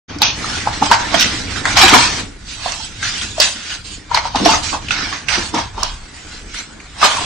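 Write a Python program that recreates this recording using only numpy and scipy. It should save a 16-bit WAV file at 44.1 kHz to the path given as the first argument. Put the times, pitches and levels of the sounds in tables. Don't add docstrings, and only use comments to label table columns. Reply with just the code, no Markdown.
import sys
import numpy as np
from scipy import signal
from scipy.io import wavfile
from scipy.ndimage import uniform_filter1d

SR = 44100
rng = np.random.default_rng(int(sys.argv[2]) if len(sys.argv) > 2 else 0)


def to_wav(sig):
    pcm = np.clip(np.atleast_2d(sig), -1, 1) * 32767
    pcm = np.round(pcm).astype(np.int16)
    wavfile.write(sys.argv[1], SR, pcm.T)


N = 319711


def from_db(db):
    return 10 ** (np.asarray(db) / 20)


def rms_one(x):
    return x / np.sqrt(np.mean(x ** 2) + 1e-20)


def in_time(rows):
    times, *columns = np.transpose(rows)
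    return [np.interp(np.arange(N) / SR, times, column) for column in columns]


def at_hz(rows, hz):
    pitches, values = np.transpose(rows)
    return np.interp(np.log(hz), np.log(pitches), values)


def panned(db):
    return from_db(np.multiply.outer([.5, -.5], db))


def resonance(x, hz, width_hz):
    r = np.exp(-np.pi * width_hz / SR)
    feedback = [1, -2 * r * np.cos(2 * np.pi * hz / SR), r * r]
    return signal.lfilter([(1 - r * r) / 2, 0, (r * r - 1) / 2], feedback, x)


def drift_gain(rate_hz, spread_db):
    step = 40
    r = np.exp(-2 * np.pi * rate_hz * step / SR)
    slow = signal.lfilter([1], [1, -2 * r, r * r], rng.standard_normal(N // step + 2002))[2000:]
    return np.interp(np.arange(N) / step, np.arange(len(slow)), from_db(spread_db * rms_one(slow)))


def swells(*columns):
    start, db, rise_s, hold_s, fade_s = (np.reshape(column, (-1, 1)) for column in columns)
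    t = np.arange(N // 32 + 2) * 32 / SR
    away = np.maximum((start - t) / rise_s, (t - start - hold_s) / fade_s)
    return from_db(db - 20 * np.clip(away, 0, 10)) ** 2


def level(*powers):
    total = np.vstack(powers).sum(axis=0)
    return np.interp(np.arange(N) / 32, np.arange(len(total)), 10 * np.log10(total))


# pitch in Hz, likeness from 0 (unrelated) to 1 (same).
MIC_LIKENESS = [(40, 1), (125, 0.86), (250, 0.92), (500, 0.14), (1500, 0.55), (4000, 0.27), (10000, 0.88)]


def stereo(mid, side, hz):
    alike = at_hz(MIC_LIKENESS, hz)
    return np.sqrt(1 + alike) * mid + np.sqrt(1 - alike) * side * np.array([[1], [-1]])


def grains(per_s, spread_db):
    chance = rng.random((2, 2, N)) * SR / per_s
    slips = chance < 1
    size_db = spread_db * np.minimum(-np.log(chance[slips] + 1e-9), 5)
    out = np.full(chance.shape, 1e-18)
    out[slips] = from_db(size_db) * rng.choice([-1, 1], slips.sum())
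    return rms_one(out)


def rubbed_body(tones, level_db, per_s, lumpy_db):
    mid, side = grains(per_s, spread_db=1)[0] * drift_gain(32, lumpy_db)
    ringing = np.zeros((2, N))
    for k, (hz, width, db) in enumerate(tones):
        tone = stereo(resonance(mid, hz, width), resonance(side, hz, width), hz)
        ringing += (-1) ** k * from_db(db) * tone
    return from_db(level_db) * rms_one(ringing)


# pitch in Hz, relative level in dB.
RUMBLE_TONE = [(12, -32), (20, 5), (60, 0.5), (87, 5.5), (119, -5.5), (160, -6), (300, -20), (340, -19.5),
               (400, -7), (520, -37), (880, -120)]
# time in seconds, hum near 90 Hz in dB, throb near 40 Hz in dB.
RUMBLE_SWELLS = [(0.09, -38.5, -48), (0.29, -31.5, -39), (1.54, -31, -35), (1.98, -25, -34),
                 (2.36, -38.5, -40.5), (3.36, -34, -41), (3.64, -43.5, -48), (3.96, -39, -36),
                 (4.04, -46, -52), (4.14, -30, -33), (4.18, -35.5, -43), (4.44, -30, -35), (5.09, -36, -37),
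                 (5.19, -43.5, -56), (5.33, -32, -30.5), (5.59, -35, -48), (5.63, -34.5, -33),
                 (5.95, -39, -29.5), (6.15, -42, -51), (6.43, -43.5, -29), (6.65, -45.5, -46),
                 (7.13, -40, -33), (7.19, -33, -44), (7.25, -34, -28)]


def rumble():
    edges_hz = np.geomspace(20, 320, 9)
    hum, throb = np.zeros((2, 2, N))
    white = rng.standard_normal((2, 2, N))
    for k, (low, high) in enumerate(zip(edges_hz, edges_hz[1:])):
        band = signal.butter(2, [low, high], "band", fs=SR, output="sos")
        mid, side = signal.sosfilt(band, white[k % 2])
        hz = np.sqrt(low * high)
        layer = throb if hz < 57 else hum
        layer += from_db(at_hz(RUMBLE_TONE, hz)) * drift_gain(3, spread_db=1.5) * stereo(mid, side, hz)
    hum_db, throb_db = in_time(RUMBLE_SWELLS)
    return from_db(hum_db) * rms_one(hum) + from_db(throb_db) * rms_one(throb)


def room_echo(x, ring_s=0.43, wall_cut_hz=3800):
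    out = np.zeros((2, N))
    dull = np.exp(-2 * np.pi * wall_cut_hz / SR)
    for k, lag in enumerate((rng.uniform(0.011, 0.028, 10) * SR).astype(int)):
        loop, state = x.copy(), [0.]
        gain = from_db(-60 * lag / SR / ring_s)
        for i in range(lag, N, lag):
            back, state = signal.lfilter([gain * (1 - dull)], [1, -dull], loop[i - lag:i], zi=state)
            loop[i:i + lag] += back[:N - i]
        out[k % 2] += (loop - x) * (-1) ** (k // 2)
    return out


# pitch in Hz, width in Hz, relative level in dB.
FLOOR_TONES = [(191, 81, -3.5), (301, 48.6, 0), (415, 143, -8.5)]
# time in seconds, level in dB.
FLOOR_SHUFFLE = [(0.09, -34.5), (0.4, -30), (0.8, -34), (1.2, -30), (2.2, -30), (2.45, -46), (3.4, -38.5),
                 (4.3, -49.5), (5.0, -34), (5.5, -47.5), (6.5, -41), (6.95, -46), (7.25, -33.5)]


def floor_drag(slide_db=-4, rise_s=0.025, fade_s=0.099):
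    start, db, *_ = np.transpose(FLOOR_THUDS)
    slides = from_db(level(swells(start, db + slide_db, rise_s, 0, fade_s)))
    shuffle = from_db(in_time(FLOOR_SHUFFLE)[0])
    return np.hypot(shuffle, slides) * rubbed_body(FLOOR_TONES, 0, per_s=1500, lumpy_db=3)


def padded_blows(rows, swell_s):
    out, t = np.zeros((2, N + SR)), np.arange(SR // 5) / SR
    for (start, db, hz, ring_s, pan), phase in zip(rows, rng.uniform(0, 2 * np.pi, len(rows))):
        shape = (1 - np.exp(-t / swell_s)) ** 2 * from_db(-60 * t / max(ring_s, .01))
        overtone = 0.22 * np.sin(2 * np.pi * 1.45 * hz * t)
        ring = np.sin(2 * np.pi * hz * t + phase) + overtone
        i = round((start - swell_s) * SR)
        out[:, i:i + len(t)] += np.outer(panned(pan), from_db(db) * shape / shape.max() * ring)
    return out[:, :N]


# start in seconds, level in dB, pitch in Hz, seconds to fade 60 dB,
# pan in dB.
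FLOOR_THUDS = [(0.822, -18, 295, 0.11, -1.5), (0.909, -28, 283, .08, 1), (1.145, -17, 281, 0.03, -6),
               (1.833, -12, 353, 0.12, 2), (1.93, -11, 401, 0.082, 4), (1.969, -14, 262, 0.063, -3),
               (4.361, -22, 270, 0.045, 1), (4.41, -14, 255, .056, -3), (4.459, -8, 303, .13, -4),
               (4.73, -25.5, 290, 0.091, 2), (5.379, -19, 346, 0.082, 0), (5.543, -17, 313, 0.065, 1),
               (5.779, -30.5, 390, 0.056, 4), (7.038, -25, 412, 0.065, 9.5)]


def floor_thuds():
    return padded_blows(FLOOR_THUDS, swell_s=0.00482)


# start in seconds, level in dB, pitch in Hz, seconds to fade 60 dB,
# pan in dB.
SHOE_KNOCKS = [(0.218, -7.5, 860, 0.028, -1), (0.445, -15.5, 1250, 0.018, -2),
               (0.674, -3.5, 844, 0.011, -1), (0.825, 0, 854, 0.02, -2), (0.915, 6.5, 926, 0.024, -1),
               (0.93, -5.5, 954, .03, -3), (1.144, -7.5, 679, 0.026, -15), (1.656, -10, 1010, 0.014, -0.5),
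               (1.769, -9.5, 790, .033, 3), (1.812, -8, 870, .036, 3), (1.834, -2, 772, 0.1, 4),
               (1.91, -10, 910, 0.017, 7), (1.934, -1.5, 1244, .038, -5), (1.946, 7.5, 980, 0.014, 19),
               (2.661, -14.5, 720, 0.023, -11), (2.801, -28, 880, 0.045, -6), (3.382, -12, 644, 0.027, 0),
               (3.4, -10.5, 606, 0.028, -1), (4.115, -12.5, 953, 0.046, 10), (4.146, -5, 965, .021, 8),
               (4.173, -10.5, 882, 0.036, 7), (4.255, -10, 937, .023, 3), (4.349, -9, 832, .027, 0),
               (4.359, -5.5, 874, 0.015, 0), (4.461, -1.5, 702, 0.027, -20), (4.49, -4, 886, 0.06, 1.5),
               (4.535, -11, 1256, .044, 4), (4.729, -17.5, 1090, 0.029, -14), (4.91, -17, 1430, 0.01, -26),
               (5.127, -25, 1117, .048, -18), (5.541, -14, 955, 0.041, 1), (5.587, -14, 940, .03, 8),
               (5.781, -16, 940, 0.023, 1), (5.831, -8, 1065, 0.0083, 0), (7.029, -1.5, 1222, 0.049, 0),
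               (7.167, -15, 1088, .039, -1), (7.184, -15.5, 939, 0.034, 3)]


def shoe_knocks():
    return padded_blows(SHOE_KNOCKS, swell_s=0.001976)


# time of the peak in seconds, level in dB, seconds to rise 20 dB,
# seconds held, seconds to fade 20 dB.
CRACKLE_BURSTS = [(0.216, -28, .003, .01, .005), (0.826, -48, .009, 0, .02), (0.918, -37, .011, 0, .027),
                  (1.141, -40, .006, 0, .02), (1.211, -25, .018, 0, .03), (1.652, -55, .006, .004, .01),
                  (1.77, -36, .013, .12, .02), (1.9, -46, .01, .03, .02), (1.942, -29, .025, 0, .06),
                  (1.99, -47, .02, 0, .06), (3.401, -26, .005, .006, .014), (4.15, -42, .01, 0, .012),
                  (4.459, -37, .01, 0, .023), (4.495, -36, .025, 0, .04), (4.908, -53, .005, .008, .004),
                  (5.282, -53, .004, .002, .014), (5.829, -43, .004, .006, .007),
                  (7.039, -37, .022, .03, .028)]


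def crackle(stop_db=-22):
    power = swells(*np.transpose(CRACKLE_BURSTS))
    sounding = power > power.max(axis=1, keepdims=True) * from_db(stop_db) ** 2
    loudness = from_db(level(power * sounding + 1e-30))
    mid, side = grains(per_s=12000, spread_db=16)[0] * drift_gain(150, spread_db=2)
    top_only = signal.cheby2(8, 60, 9000, "high", fs=SR, output="sos")
    return signal.sosfilt(top_only, loudness * rms_one(stereo(mid, side, 12000)))


# start in seconds, peak level in dB, pitch in Hz,
# scuff in dB compared with the tick, pan in dB.
TIP_AND_CLAW_SNAPS = [(0.1853, -17.5, 4950, -13, 0), (0.218, 8, 3960, -9, 2), (0.7287, -19, 3630, -8, -6),
                      (0.913, 3, 1600, 16, -1), (1.142, -3.5, 1840, -15, -12.5), (1.146, -3.5, 3100, 4, 2),
                      (1.1962, -4, 5260, -6, -10), (1.209, -2, 3320, -2, -15), (1.2257, 0.5, 3250, -6, -2),
                      (1.243, -10, 2230, -8, 3), (1.559, -13.5, 1630, -7, 1), (1.6536, 0.5, 1840, -16, -1),
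                      (1.759, -11, 3000, -2, -8), (1.7695, 0, 4800, -2.5, -5),
                      (1.8114, -17, 2900, -9.5, -1.5), (1.879, 0.5, 3030, 1, -0.5),
                      (1.936, 3, 2140, -13, -5), (2.72, -12.5, 5400, -16, -11), (3.027, -10, 1730, 3, 4),
                      (3.2133, -15, 3370, -22, 7), (3.4003, 8, 4470, -11, -11),
                      (4.1446, -2.5, 4240, 7, -9.5), (4.164, -10, 3250, -6.5, 0),
                      (4.173, -10, 2240, -12, -1.5), (4.3565, -7, 3950, -9, -4), (4.4488, -7, 4700, -2, -2),
                      (4.883, -13.5, 2760, 1, 3), (4.9065, -4.5, 2650, -8, -6), (5.126, -16, 1650, -12, -1),
                      (5.284, -7, 2560, 1, -12), (5.382, -14, 3520, -10, 5), (5.545, -9.5, 5500, -8, -1),
                      (5.8315, -4.5, 5140, -19, -18), (6.541, -21, 1780, -5, -3),
                      (6.8004, -24.5, 2230, -6, -2), (7.0145, -11, 1500, -4, -9)]


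def snaps(tick_s=.016, scuff_s=0.075):
    out, t = np.zeros((2, N + SR)), np.arange(SR // 4) / SR
    for start, db, hz, scuff_db, pan in TIP_AND_CLAW_SNAPS:
        mid, side = rng.standard_normal((2, len(t)))
        noise = np.minimum(t / 0.0011, 1) * stereo(mid, 0.49 * side, hz)
        tick = noise * from_db(-60 * t / tick_s)
        tick[:, round(.0008 * SR)] += 6.0
        scuff = noise * from_db(scuff_db - 60 * t / scuff_s)
        ringing = resonance(resonance(tick + scuff, hz, 0.36 * hz), hz, 0.36 * hz)
        scrape = resonance(resonance(scuff, 2700, 4000), 3600, 4000)
        snap = ringing + 0.1 * resonance(tick, 3000, 3100) + 0.24 * scrape
        i = round(start * SR)
        out[:, i:i + len(t)] += from_db(db) * panned(pan)[:, None] * snap / np.abs(snap).max()
    return out[:, :N]


def grip(dip_db=-3, grip_s=0.046):
    hush_db = np.zeros(N)
    for start, *_ in TIP_AND_CLAW_SNAPS:
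        ahead = slice(round((start - grip_s) * SR), round(start * SR))
        hush_db[ahead] = np.minimum(hush_db[ahead], np.linspace(0, dip_db, ahead.stop - ahead.start))
    return from_db(uniform_filter1d(hush_db, size=100))


# pitch in Hz, width in Hz, relative level in dB.
SHOE_TONES = [(707, 229, -1.5), (913, 230, 1.5), (1115, 213, -0.5)]


def hollow_rustle(rubbing_power, knock_db=-13.5, rise_s=0.018, fade_s=0.071):
    start, db, *_ = np.transpose(SHOE_KNOCKS)
    knock_power = swells(start, db + knock_db, rise_s, 0, fade_s)
    return rubbed_body(SHOE_TONES, level(rubbing_power, knock_power), per_s=3000, lumpy_db=1)


# pitch in Hz, relative level in dB.
CLOTH_TONE = [(710, -34), (1200, -10), (1420, -3.5), (1880, -5), (4030, -2), (6260, -5.5), (7460, -5),
              (9220, -11), (9800, -19.5), (12700, -56), (21600, -120)]
# time in seconds, treble in dB compared with the stroke.
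CLOTH_TREBLE = [(0.09, -45), (0.3, -43), (0.37, -7.5), (1.1, -11.5), (1.2, -14), (1.3, -9), (2.0, -6.5),
                (2.6, -8.5), (3.1, -9.5), (3.4, -4), (3.7, -10.5), (3.94, -5), (4.15, -16.5), (4.42, -14.5),
                (4.5, -8), (4.72, -5), (4.93, -15.5), (5.3, -13), (5.49, -4), (5.56, -15.5), (5.72, -8),
                (5.83, -15), (6.0, -7.5), (7.25, -6.5)]


def cloth_friction(level_db, coarse_db, light_db=-34):
    streams = grains(per_s=6000, spread_db=2)
    bands = np.zeros((3, 2, N))
    pitches = np.linspace(np.sqrt(1200), np.sqrt(9900), 52) ** 2
    for k, (hz, lag) in enumerate(zip(pitches, rng.integers(-2, 3, len(pitches)))):
        mid, side = resonance(streams[k % 2], hz, 60 + 0.00067 * hz)
        wander = drift_gain(9.9, spread_db=2.5 + 1.95 * hz / 10000)
        left, right = from_db(at_hz(CLOTH_TONE, hz)) * wander * stereo(mid, side, hz)
        right = from_db(2.5 * hz / 10000) * np.roll(right, lag)
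        bands[np.searchsorted([2400, 6600], hz)] += (-1) ** (k // 2) * np.array([left, right])
    below_top = signal.butter(10, 6800, fs=SR, output="sos")
    low, middle = (rms_one(signal.sosfilt(below_top, band)) for band in bands[:2])
    treble_db = in_time(CLOTH_TREBLE)[0] - 0.173 * (level_db - light_db)
    cloth = from_db(coarse_db) * low + from_db(-0.5) * middle + from_db(treble_db) * rms_one(bands[2])
    return from_db(level_db) * drift_gain(23.4, spread_db=0.5) * cloth


# time of the peak in seconds, level in dB, seconds to
# rise 20 dB, seconds held, seconds to fade 20 dB, coarse weave in dB, hollow of the shoe in dB,
# pan in dB. Weave and hollow are compared with the stroke's level.
LACE_STROKES = [(0.09, -35.5, -0.5, 0.092, -0.5, -0.5, -4, 1),
                (0.229, -7, 0.0149, 0, 0.1233, -12, -13.5, 1), (0.46, -24.5, 0.28, 0.13, 0.4, -3, -9, -0.5),
                (0.73, -26, 0.1, 0, 0.4, -2, -10, -1.5), (0.833, -22.5, -0.02, 0.039, -0.16, -10, -13, -4),
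                (0.93, -15, 0.09, 0.016, 0.03, -3.5, -10, 0.5),
                (0.999, -25.5, -0.3, 0.18, 0.3, -2.5, -3, -0.5),
                (1.144, -16, 0.04, 0.014, 0.0354, -6, -2.5, -9),
                (1.197, -8, 0.05, 0.028, 0.0657, -7, -22, -1.5),
                (1.275, -22, 0.2, 0.068, 0.3, -5.5, -14.5, -1),
                (1.517, -25.5, 0.07, 0.069, 0.13, -3, -11, -6.5),
                (1.661, -23, 0.04, 0.0028, 0.13, 1, -0.5, -3), (1.7, -19.5, .1, 0.035, .06, -4.5, -9, -3),
                (1.775, -6.5, 0.03, 0.078, 0.2076, -2.5, -6.5, 0),
                (1.942, -6.5, 0.06, 0.0041, 0.08, -4, -2.5, 1.5),
                (1.987, -13, 0, 0.065, 0.0873, -6, -14, 0), (2.077, -23, 0.2, .12, 0.09, -4.5, -9.5, 0.5),
                (2.497, -30, .08, 0.026, 0.34, -10.5, -20.5, -3),
                (2.66, -24, 0.12, 0.053, 0.16, -7, -6.5, -4),
                (2.826, -26.5, 0.17, 0.033, -0.1, -19, -21, -3),
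                (3.036, -20.5, 0.05, 0.049, 0.14, -3, -15, -1),
                (3.22, -21, 0.33, 0, 0.17, -6.5, -16.5, -1.5),
                (3.421, -8.5, .045, 0.0058, 0.1268, -12, -15, 0), (3.56, -32.5, 0, 0.19, 0.03, -6, -26, -3),
                (3.739, -23.5, 0.23, 0, .085, -7.5, -15.5, 0), (3.85, -32.5, 0, 0.098, 0.1, -13, -18, -3.5),
                (4.162, -17.5, 0.0529, 0.013, 0.06, 0, -0.5, 0.5),
                (4.26, -26, 0.12, 0.0091, 0, -4, -2.5, -2), (4.361, -19.5, 0.01, 0, -0.16, -5, -8, 1),
                (4.39, -23, 0.12, 0.084, -0.2, -11, -6, 0), (4.46, -10.5, 0.02, 0.0029, 0.09, -6.5, -8, -1),
                (4.494, -15, 0.03, 0.054, 0.09, -7, -3.5, 0.5),
                (4.636, -22.5, -0.04, 0.067, 0.1, -8.5, -14, -4.5),
                (4.736, -26.5, -0.06, 0.019, -0.11, -10, 6.5, -0.5),
                (4.919, -18.5, 0.03, 0, -0.01, -3, -28, -6), (4.961, -23, 0.17, 0.086, 0.14, -2.5, -10, -3),
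                (5.121, -26, 0.2, 0.023, 0.15, -2, -6.5, -2),
                (5.291, -20, -0.22, 0.069, 0.04, -2, -9, -8.5), (5.351, -16, 0.07, 0, 0.1847, -4, -7, -2.5),
                (5.545, -21, -0.35, 0.049, 0.0956, -5.5, 0.5, -1),
                (5.791, -34.5, .06, 0.016, -0.02, -7, 7, 1), (5.832, -23, 0.07, 0.015, 0.14, -10, -6.5, -1),
                (5.996, -44, 0.5, 0.12, 0.63, -5, -5, 0), (6.147, -38, -0.7, 0.037, 0.24, -5.5, -8.5, -1),
                (6.325, -35, 0.17, .04, 0.13, -5, -11, 0),
                (6.561, -27.5, 0.11, 0.046, 0, -4.5, -16.5, -1.5),
                (6.7, -46, 0.4, 0.17, -0.5, -1.5, -2.5, 1.5), (6.926, -41, 0.1, 0.012, -3, -7, -12, 0),
                (7.049, -8, 0.0529, 0.0039, 0.08, -4, -2, -1.5),
                (7.11, -19.5, 0.0664, 0, 0.6, -6, -4.5, -0.5)]


def lace_strokes(shortest_rise_s=.02, shortest_fade_s=.06):
    start, db, rise_s, hold_s, fade_s, weave_db, hollow_db, pan = np.transpose(LACE_STROKES)[:, :, None]
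    rise_s, fade_s = np.maximum(rise_s, shortest_rise_s), np.maximum(fade_s, shortest_fade_s)
    power = swells(start, db, rise_s, hold_s, fade_s)
    rest = np.full_like(power[:1], from_db(-46) ** 2)
    level_db = level(power, rest)
    coarse_db = level(power * from_db(weave_db) ** 2, rest * from_db(0.5) ** 2) - level_db
    hollow_power = np.vstack([power * from_db(hollow_db) ** 2, rest * from_db(-9) ** 2])
    left_db, right_db = (level(power * gain ** 2, rest) for gain in panned(pan))
    pan_db = left_db - right_db
    rubbing = cloth_friction(level_db, coarse_db) + hollow_rustle(hollow_power)
    return panned(pan_db) * grip() * rubbing, pan_db


def scene():
    rubbing, pan_db = lace_strokes()
    hits = shoe_knocks() + floor_thuds() + snaps()
    mix = rubbing + floor_drag() + hits + from_db(-15) * room_echo(hits.mean(axis=0)) + rumble()
    soften = signal.ellip(12, .5, 90, 10100, fs=SR, output="sos")
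    return signal.sosfilt(soften, mix) + panned(pan_db - 4) * crackle()


def record(dry, opens_s=0.079, top_hz=16295):
    opened = dry * np.clip((np.arange(N) / SR - opens_s) / 0.018, 0, 1)
    flattened = opened / (1 + np.abs(opened) ** 16) ** (1 / 16)
    top_cut = signal.cheby2(12, 40, top_hz, fs=SR, output="sos")
    return np.clip(signal.sosfilt(top_cut, flattened), -1, 1)


dry = scene()
out = record(dry)
to_wav(out)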